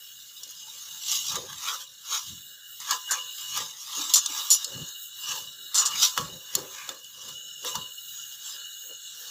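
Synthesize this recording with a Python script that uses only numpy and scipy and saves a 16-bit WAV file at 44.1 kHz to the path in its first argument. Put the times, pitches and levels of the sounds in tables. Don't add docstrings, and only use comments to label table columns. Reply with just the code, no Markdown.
import sys
import numpy as np
from scipy import signal
from scipy.fft import rfft, irfft, next_fast_len
from scipy.io import wavfile
from scipy.ndimage import uniform_filter1d

SR = 44100
rng = np.random.default_rng(int(sys.argv[2]) if len(sys.argv) > 2 else 0)


def digitize_waveform(pressure):
    field = np.atleast_2d(pressure).T
    bounded = np.clip(field, -1, 1)
    quanta = np.round(bounded * 32767).astype(np.int16)
    wavfile.write(sys.argv[1], SR, quanta)


N = 410350


# (peak time [s], grit level [dB], plate drive level [dB], swell time [s], fade time [s])
STROKES = [(0.9, -40.5, -60.5, 0.97, 0.76), (1.14, -20.5, -43, 0.085, 0.074), (1.28, -27, -54, 0.1, 0.13),
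           (1.359, -30.5, -35, 0.13, 0.036), (1.51, -39, -47.5, 0.1, 0.13),
           (1.691, -27.5, -34.5, 0.13, 0.11), (1.81, -39, -72, 0.18, 0.051),
           (2.139, -26, -34, 0.071, 0.087), (2.3, -39, -64, 0.26, 0.11), (2.815, -36, -47.5, 0.025, .07),
           (2.922, -25.5, -26.5, 0.062, 0.058), (3.14, -30.5, -34.5, 0.06, .1),
           (3.42, -36, -52.5, 0.13, 0.23), (3.57, -27, -35, 0.068, 0.11), (3.99, -28.5, -40, 0.21, 0.36),
           (4.38, -30, -37.5, 0.13, .12), (4.62, -37.5, -50.5, 1, 0.093), (4.8, -43, -53, 0.26, 0.19),
           (5.32, -29.5, -39, 0.12, .12), (5.789, -31.5, -35, 0.056, 0.44),
           (6.038, -13.5, -34.5, .05, 0.047), (6.18, -29.5, -33.5, 0.023, 0.087),
           (6.582, -35.5, -44.5, 0.12, .07), (6.78, -41.5, -46.5, 0.17, 0.2), (6.92, -45.5, -50, .3, 0.075),
           (7.29, -38, -51, 0.18, 0.068), (7.67, -30.5, -41.5, 0.042, .11), (7.77, -44.5, -48, 0.079, 0.11),
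           (8.16, -47, -69.5, 0.2, 0.36), (8.33, -45, -72, 0.036, 0.035), (8.5, -37, -56, 0.15, 0.15),
           (9.3, -38.5, -59, 0.27, .3)]
# (frequency [Hz], relative density [dB per Hz])
GRIT_SPECTRUM = [(1060, -40), (1800, -26), (2340, -18.5), (2870, -4.5), (3840, 2), (4150, -6), (5560, -1),
                 (6520, 1), (7340, -2), (8270, -12.5), (9500, -66), (12400, -46), (20900, -120)]
# (frequency [Hz], relative level [dB], undamped t60 [s])
BLADE_MODES = [(2927, -1.5, 0.36), (3600, 1.5, 0.33), (3840, -9, 0.16), (4373, -1.5, 0.37),
               (4870, -29, 0.05), (5200, -6, 0.62), (5430, -10.5, 0.33), (5550, -12.5, 0.078),
               (5670, 2, 0.27), (6240, 0, 0.14), (6077, 4, 0.16), (6300, -7, .12), (6540, 1, .08),
               (6730, 2, 0.22), (6630, -14, 0.07), (6983, 10.5, 0.13), (6980, 4.5, 0.072), (7340, 3, 0.13),
               (7880, -18, .1), (8850, -17, 0.2), (9720, -8, 0.11), (11160, -6.5, 0.066), (10700, -7, 0.11),
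               (11800, -11, .08), (13400, -14, .08), (14600, -9, 0.11)]
# (frequency [Hz], relative level [dB], undamped t60 [s])
PLATE_MODES = [(826, -70.5, 0.18), (1015, 4.5, 0.48), (1117, 2.5, 0.37), (1181, 16.5, 0.098),
               (1281, 11.5, 0.074), (1644, 9.5, 0.097), (1792, -4, 0.19)]
REST_GRIT_DB, REST_PLATE_DB = -55.5, -77.5
PLATE_QUICKER = 1.414
FINE_DB, FINE_SLOPE_DB_PER_DB = -40, 0.81


def rubbing():
    s, grit_db, plate_db, swell_s, fade_s = np.transpose(STROKES)
    grit_gain = swells(s, grit_db, swell_s, fade_s, REST_GRIT_DB)
    plate_gain = swells(s, plate_db, swell_s / PLATE_QUICKER, fade_s / PLATE_QUICKER, REST_PLATE_DB)

    crumbs = ticks(6000., 0.94) + 1.08 * rng.standard_normal(N)
    force = unit(crumbs * undb(1.4 * walk(150)))

    coloured = colour(force, GRIT_SPECTRUM)
    crust = unit(patchy(coloured, 2004.0, 1.15, count=11, depth_db=2.0, rate_hz=25)) * grit_gain
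    blade = undb(-15.5) * ring(force * grit_gain, BLADE_MODES, damp=0.85)

    fine_gain = undb(FINE_DB) * (grit_gain / undb(-30)) ** FINE_SLOPE_DB_PER_DB
    fine = unit(band(force, 8900, 21100)) * fine_gain

    knock = unit(patchy(force, 851.0, 1.2, count=7, depth_db=7.5, rate_hz=14)) * plate_gain
    plate_ring = ring(force * plate_gain, PLATE_MODES, damp=0.53)
    plate = undb(-4.5) * plate_ring + undb(-3.5) * knock
    return undb(-2.0) * (crust + blade) + fine + undb(0.5) * plate


# (time [s], peak level [dB], plate share [dB], brightness [dB], centre [Hz], contact length [s])
CONTACTS = [(0.433, -30, -34, -7, 6600, 0.0064), (0.5075, -43, -18, 12, 7500, 0.0048),
            (1.115, -16.5, -41, -8, 5920, 0.004), (1.355, -23, -7, -13, 7290, 0.0056),
            (2.802, -29.5, -18, -16, 6750, 0.007), (2.909, -15, -46, 0.5, 5960, 0.007),
            (3.109, -16, -13, -14, 7600, 0.018), (3.5746, -22, -14, -3, 3400, 0.0033),
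            (4.137, -7.5, -33, 2, 5640, 0.018), (4.157, -10.5, -20.5, -8, 6560, 0.033),
            (4.2595, -17, -25, -29, 5560, 0.0056), (4.5028, -7.5, -28, -5, 8000, 0.048),
            (4.644, -20.5, -34, -10, 6600, 0.0065), (4.888, -33.5, -25, 3.5, 5520, 0.0043),
            (5.744, -14.5, -21.5, -11, 6400, 0.034), (5.778, -14, -20.5, -9, 6400, 0.046),
            (5.853, -15, -24, -11, 6200, 0.029), (6.1764, -15.5, -5.5, -7.5, 3320, 0.0047),
            (6.551, -11, -20, 1.5, 7040, 0.005), (6.8903, -22, -10.5, -12, 4170, 0.0043),
            (7.043, -37.5, -41, -26, 6500, 0.0047), (7.647, -29, -7, 1, 3570, 0.0059),
            (7.7535, -21, -8.5, -7, 3840, 0.0059)]
RISE_S = 0.00038
HELD, LOOSEN_S = 0.85, 0.064
SPOT_DB, CHATTER_DB = 2.5, 2.2


def contacts():
    out = np.zeros(N + SR)
    t = np.arange(int(.2 * SR)) / SR
    chatter = unit(ticks(5000., 1.1) + rng.standard_normal(N)) * undb(CHATTER_DB * walk(220))
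    spots = rng.standard_normal((len(CONTACTS), len(BLADE_MODES)))
    blade_hz = np.array(BLADE_MODES)[:, 0]
    for (s, peak_db, plate_db, bright_db, centre_hz, skid_s), spot in zip(CONTACTS, spots):
        ring_share = 1 - HELD * np.exp(-skid_s / LOOSEN_S)
        i = int(s * SR)

        hold = np.exp(-(t / skid_s) ** 3.1)
        attack = (1 + 1.1 * np.exp(-t / 0.0013)) * -np.expm1(-t / RISE_S)
        force = hold * attack * np.resize(chatter[i:], len(t)) + 1e-18

        off_centre_db = np.minimum(12.3 * np.log2(blade_hz / centre_hz) ** 2, 14.)
        tilt_db = SPOT_DB * spot - off_centre_db

        crack = band(force, centre_hz / 1.45, centre_hz * 1.39)
        crack = crack + undb(-3.5) * band(band(force, 3000, 8400), 3000, 8500)
        high = crack + undb(0.5) * ring(force, BLADE_MODES, ring_share, tilt_db)
        top = np.sqrt(2 * uniform_filter1d(high ** 2, size=96).max())

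        fine = band(force, 8560, 13200) + undb(-1.5) * band(force, 12300, 14600)
        low = ring(force, PLATE_MODES, 0.5) + undb(3.0) * band(force, 690, 1820)
        blow = high + undb(bright_db) * fine + undb(plate_db) * low
        out[i:i + len(t)] += undb(peak_db) / top * blow
    return out[:N]


# (peak time [s], level [dB], swell time [s], fade time [s], favoured pitch [Hz])
THUDS = [(0.48, -60.5, .08, 0.029, 430), (0.76, -63, 0.055, 0.033, 520), (1.37, -37.5, .03, 0.1, 485),
         (1.73, -55, 0.073, 0.054, 524), (2.13, -60, 0.054, 0.044, 500), (2.33, -65, .06, 0.064, 480),
         (2.93, -50.5, 0.032, .11, 525), (3.12, -48, 0.012, 0.12, 516), (3.619, -44.5, 0.059, 0.072, 432),
         (3.98, -44, 0.017, 0.13, 300), (4.3, -48, 0.035, 0.073, 320), (4.4, -54.5, 0.057, 0.095, 500),
         (4.67, -54.5, 0.025, 0.11, 480), (4.79, -48.5, 0.085, 0.079, 420), (5.3, -51.5, 0.049, 0.23, 530),
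         (5.63, -58.5, 0.076, 0.066, 348), (5.8, -50.5, 0.045, 0.24, 525), (6.019, -49, 0.072, .07, 454),
         (6.185, -35, 0.0093, .1, 435), (6.32, -50.5, .1, 0.2, 536), (6.579, -34.5, 0.031, 0.087, 460),
         (6.9, -40.5, 0.016, 0.062, 460), (7.25, -56, 0.088, 0.27, 490), (7.67, -41, .03, 0.09, 500),
         (7.82, -50.5, 0.11, 0.074, 483), (8.6, -62, 0.084, 0.037, 500), (8.91, -50, 0.065, 0.037, 527),
         (9.23, -54.5, 0.085, 0.039, 527)]
# (frequency [Hz], offset of resting level [dB], undamped t60 [s])
THUD_MODES = [(300, -13.5, 0.097), (395, -20, 0.16), (483.4, -1, 0.15), (524.3, 3.5, 0.13)]
REST_THUD_DB = -75.5
THUD_PICK_DB = 40


def thuds():
    shove = rng.standard_normal(N) * undb(3.54 * walk(30))
    s, db, swell_s, fade_s, pitch_hz = np.transpose(THUDS)
    out = 0
    for mode in THUD_MODES:
        mode_hz, rest_offset_db, _ = mode
        level_db = db - THUD_PICK_DB * np.log2(mode_hz / pitch_hz) ** 2
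        gain = swells(s, level_db, swell_s, fade_s, REST_THUD_DB + rest_offset_db)
        out = out + undb(-8.5) * ring(shove * gain * undb(2.6 * walk(5.5)), [mode], damp=0.49)
    return out


# (peak time [s], level [dB], swell time [s], fade time [s])
FLUTTERS = [(1.17, -58, .06, 0.086), (1.36, -47.5, 0.11, 0.091), (1.5, -56, 0.09, 0.1),
            (2.33, -48, .055, .055), (3.57, -51.5, 0.074, 0.096), (4.76, -44.5, .03, 0.075),
            (4.83, -44, .04, 0.027), (5.31, -61.5, 0.058, 0.3), (5.96, -51, .09, .05),
            (6.19, -41.5, .01, .1), (6.35, -52, 0.046, .06), (6.56, -47, .01, 0.082), (6.86, -65, .06, .03),
            (7.27, -61.5, .08, 0.13), (7.5, -64.5, 0.081, 0.072), (7.77, -46.5, 0.037, 0.075)]
# (frequency [Hz], relative density [dB per Hz])
FLUTTER_SPECTRUM = [(18, -57), (30, -2), (161, 5.5), (196, -3), (225, -2), (333, -8.5), (400, -26),
                    (520, -54), (880, -120)]
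REST_FLUTTER_DB = -75


def flutter():
    rumble = unit(band(colour(rng.standard_normal(N), FLUTTER_SPECTRUM), 83, 570))
    return rumble * swells(*np.transpose(FLUTTERS), REST_FLUTTER_DB) * undb(2.7 * walk(25))


# (time [s], level [dB])
GAS_LEVEL = [(0.0, -47.5), (0.75, -46.5), (1.22, -37.5), (1.35, -70), (1.97, -47), (3.5, -38), (3.65, -48),
             (3.88, -68), (4.09, -41), (4.37, -38), (4.92, -40.5), (5.72, -40), (5.98, -35), (6.24, -43.5),
             (7.22, -45.5), (7.35, -40), (9.3, -41.5)]
# (frequency [Hz], relative density [dB per Hz])
HISS_SPECTRUM = [(18, -62), (30, -25), (144, -31), (945, -39), (1400, -13), (2360, -43.5), (2620, -21),
                 (2910, -2.5), (3230, -12.5), (3880, -4), (4910, -25.5), (6540, -11), (7460, 5),
                 (9430, -13.5), (15500, -2)]
# (frequency [Hz], width [Hz], mean gain over the hiss [dB])
BURNER = [(1402, 69, 9.5), (1700, 254, 18.5), (2890, 162, 18), (3475, 72, 12.5), (3836, 185, 12.5),
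          (4250, 63, 17), (5390, 126, 19.5), (6613, 330, 14.5), (7250, 180, -2.5), (10500, 170, -21)]


def gas():
    jet = colour(rng.standard_normal(N), HISS_SPECTRUM)
    hiss = patchy(jet, 54.9, 1.5, count=12, depth_db=3.0, rate_hz=7)
    hiss = hiss + band(jet, 10600, 20900) * undb(2.5 * walk(12))

    jet = colour(rng.standard_normal(N), HISS_SPECTRUM)
    for hz, width_hz, gain_db in BURNER:
        wander_db = 2.55 * walk(7) + 2.45 * walk(40)
        hiss = hiss + undb(gain_db + wander_db) * band(jet, hz - width_hz / 2, hz + width_hz / 2)
    return unit(hiss) * undb(curves(GAS_LEVEL)[0] + 0.8 * walk(3.2))


SWELL_DB = 15
ROUNDED = 0.11


def swells(s, db, swell_s, fade_s, rest_db):
    power = np.full(N, undb(rest_db) ** 2)
    for peak_s, top_db, up_s, down_s in zip(s, db, swell_s, fade_s):
        a, b = (int(np.clip(e * SR, 0, N)) for e in (peak_s - 4 * up_s, peak_s + 4 * down_s))
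        late_s = np.arange(a, b) / SR - peak_s
        distance = np.maximum(late_s / down_s, -late_s / up_s)
        drop_db = SWELL_DB * (np.hypot(distance, ROUNDED) - ROUNDED)
        power[a:b] += undb(2 * (top_db - drop_db))
    return np.sqrt(power)


def ring(x, modes, damp=0.99, tilt_db=0.):
    out, power = 0, 0
    for (hz, db, t60_s), extra_db in zip(modes, tilt_db + np.zeros(len(modes))):
        r = np.exp(-np.log(1000) / (t60_s * damp * SR))
        poles = [1, -2 * r * np.cos(2 * np.pi * hz / SR), r * r]
        out = out + undb(db + extra_db) * signal.lfilter([.5, 0, -.5], poles, x)
        power += undb(db) ** 2 / (2 * (1 - r * r))
    return out / np.sqrt(power)


def ticks(rate_hz, spread_db):
    hit = rng.random(N) < rate_hz / SR
    return unit(hit * rng.standard_normal(N) * undb(spread_db * rng.exponential(size=N)))


def patchy(x, lo_hz, step, count, depth_db, rate_hz):
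    edges = lo_hz * step ** np.arange(count + 1)
    return sum(band(x, a, b) * undb(depth_db * walk(rate_hz)) for a, b in zip(edges, edges[1:]))


def walk(rate_hz):
    held = np.repeat(rng.standard_normal(int(N / SR * rate_hz) + 2), 4)
    knots = uniform_filter1d(held, size=4)
    return 1.2 * np.interp(np.arange(N) * (4 * rate_hz / SR), np.arange(len(knots)), knots)


def colour(x, points):
    size = next_fast_len(N)
    hz = np.arange(1, size // 2 + 2) * SR / size
    p = np.array(points)
    gain = undb(np.interp(np.log(hz), np.log(p[:, 0]), p[:, 1]))
    return irfft(rfft(x, size) * gain, size)[:N]


def band(x, lo_hz, hi_hz):
    return signal.sosfilt(signal.butter(2, [lo_hz, hi_hz], "band", fs=SR, output="sos"), x)


def curves(table):
    s, *columns = np.transpose(table)
    return [np.interp(np.arange(N) / SR, s, c) for c in columns]


def unit(x):
    return x / np.sqrt(np.mean(x ** 2))


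def undb(db):
    return np.exp(np.asarray(db) * (np.log(10) / 20))


def scene():
    return (rubbing() + contacts() + thuds() + flutter() + gas())[None]


# (frequency [Hz], level [dB])
MIC_RESPONSE = [(20, 1), (600, -2), (720, -7), (830, 1.5), (2050, 1), (2350, -1.5), (2650, -0.5),
                (13000, -0.5), (15300, 0.5)]
TOP_HZ = 15500


def record(dry):
    low_pass = signal.ellip(16, .3, 70, TOP_HZ, fs=SR, output="sos")
    return signal.sosfilt(low_pass, colour(dry[0], MIC_RESPONSE)[None])


dry = scene()
out = record(dry)
digitize_waveform(out)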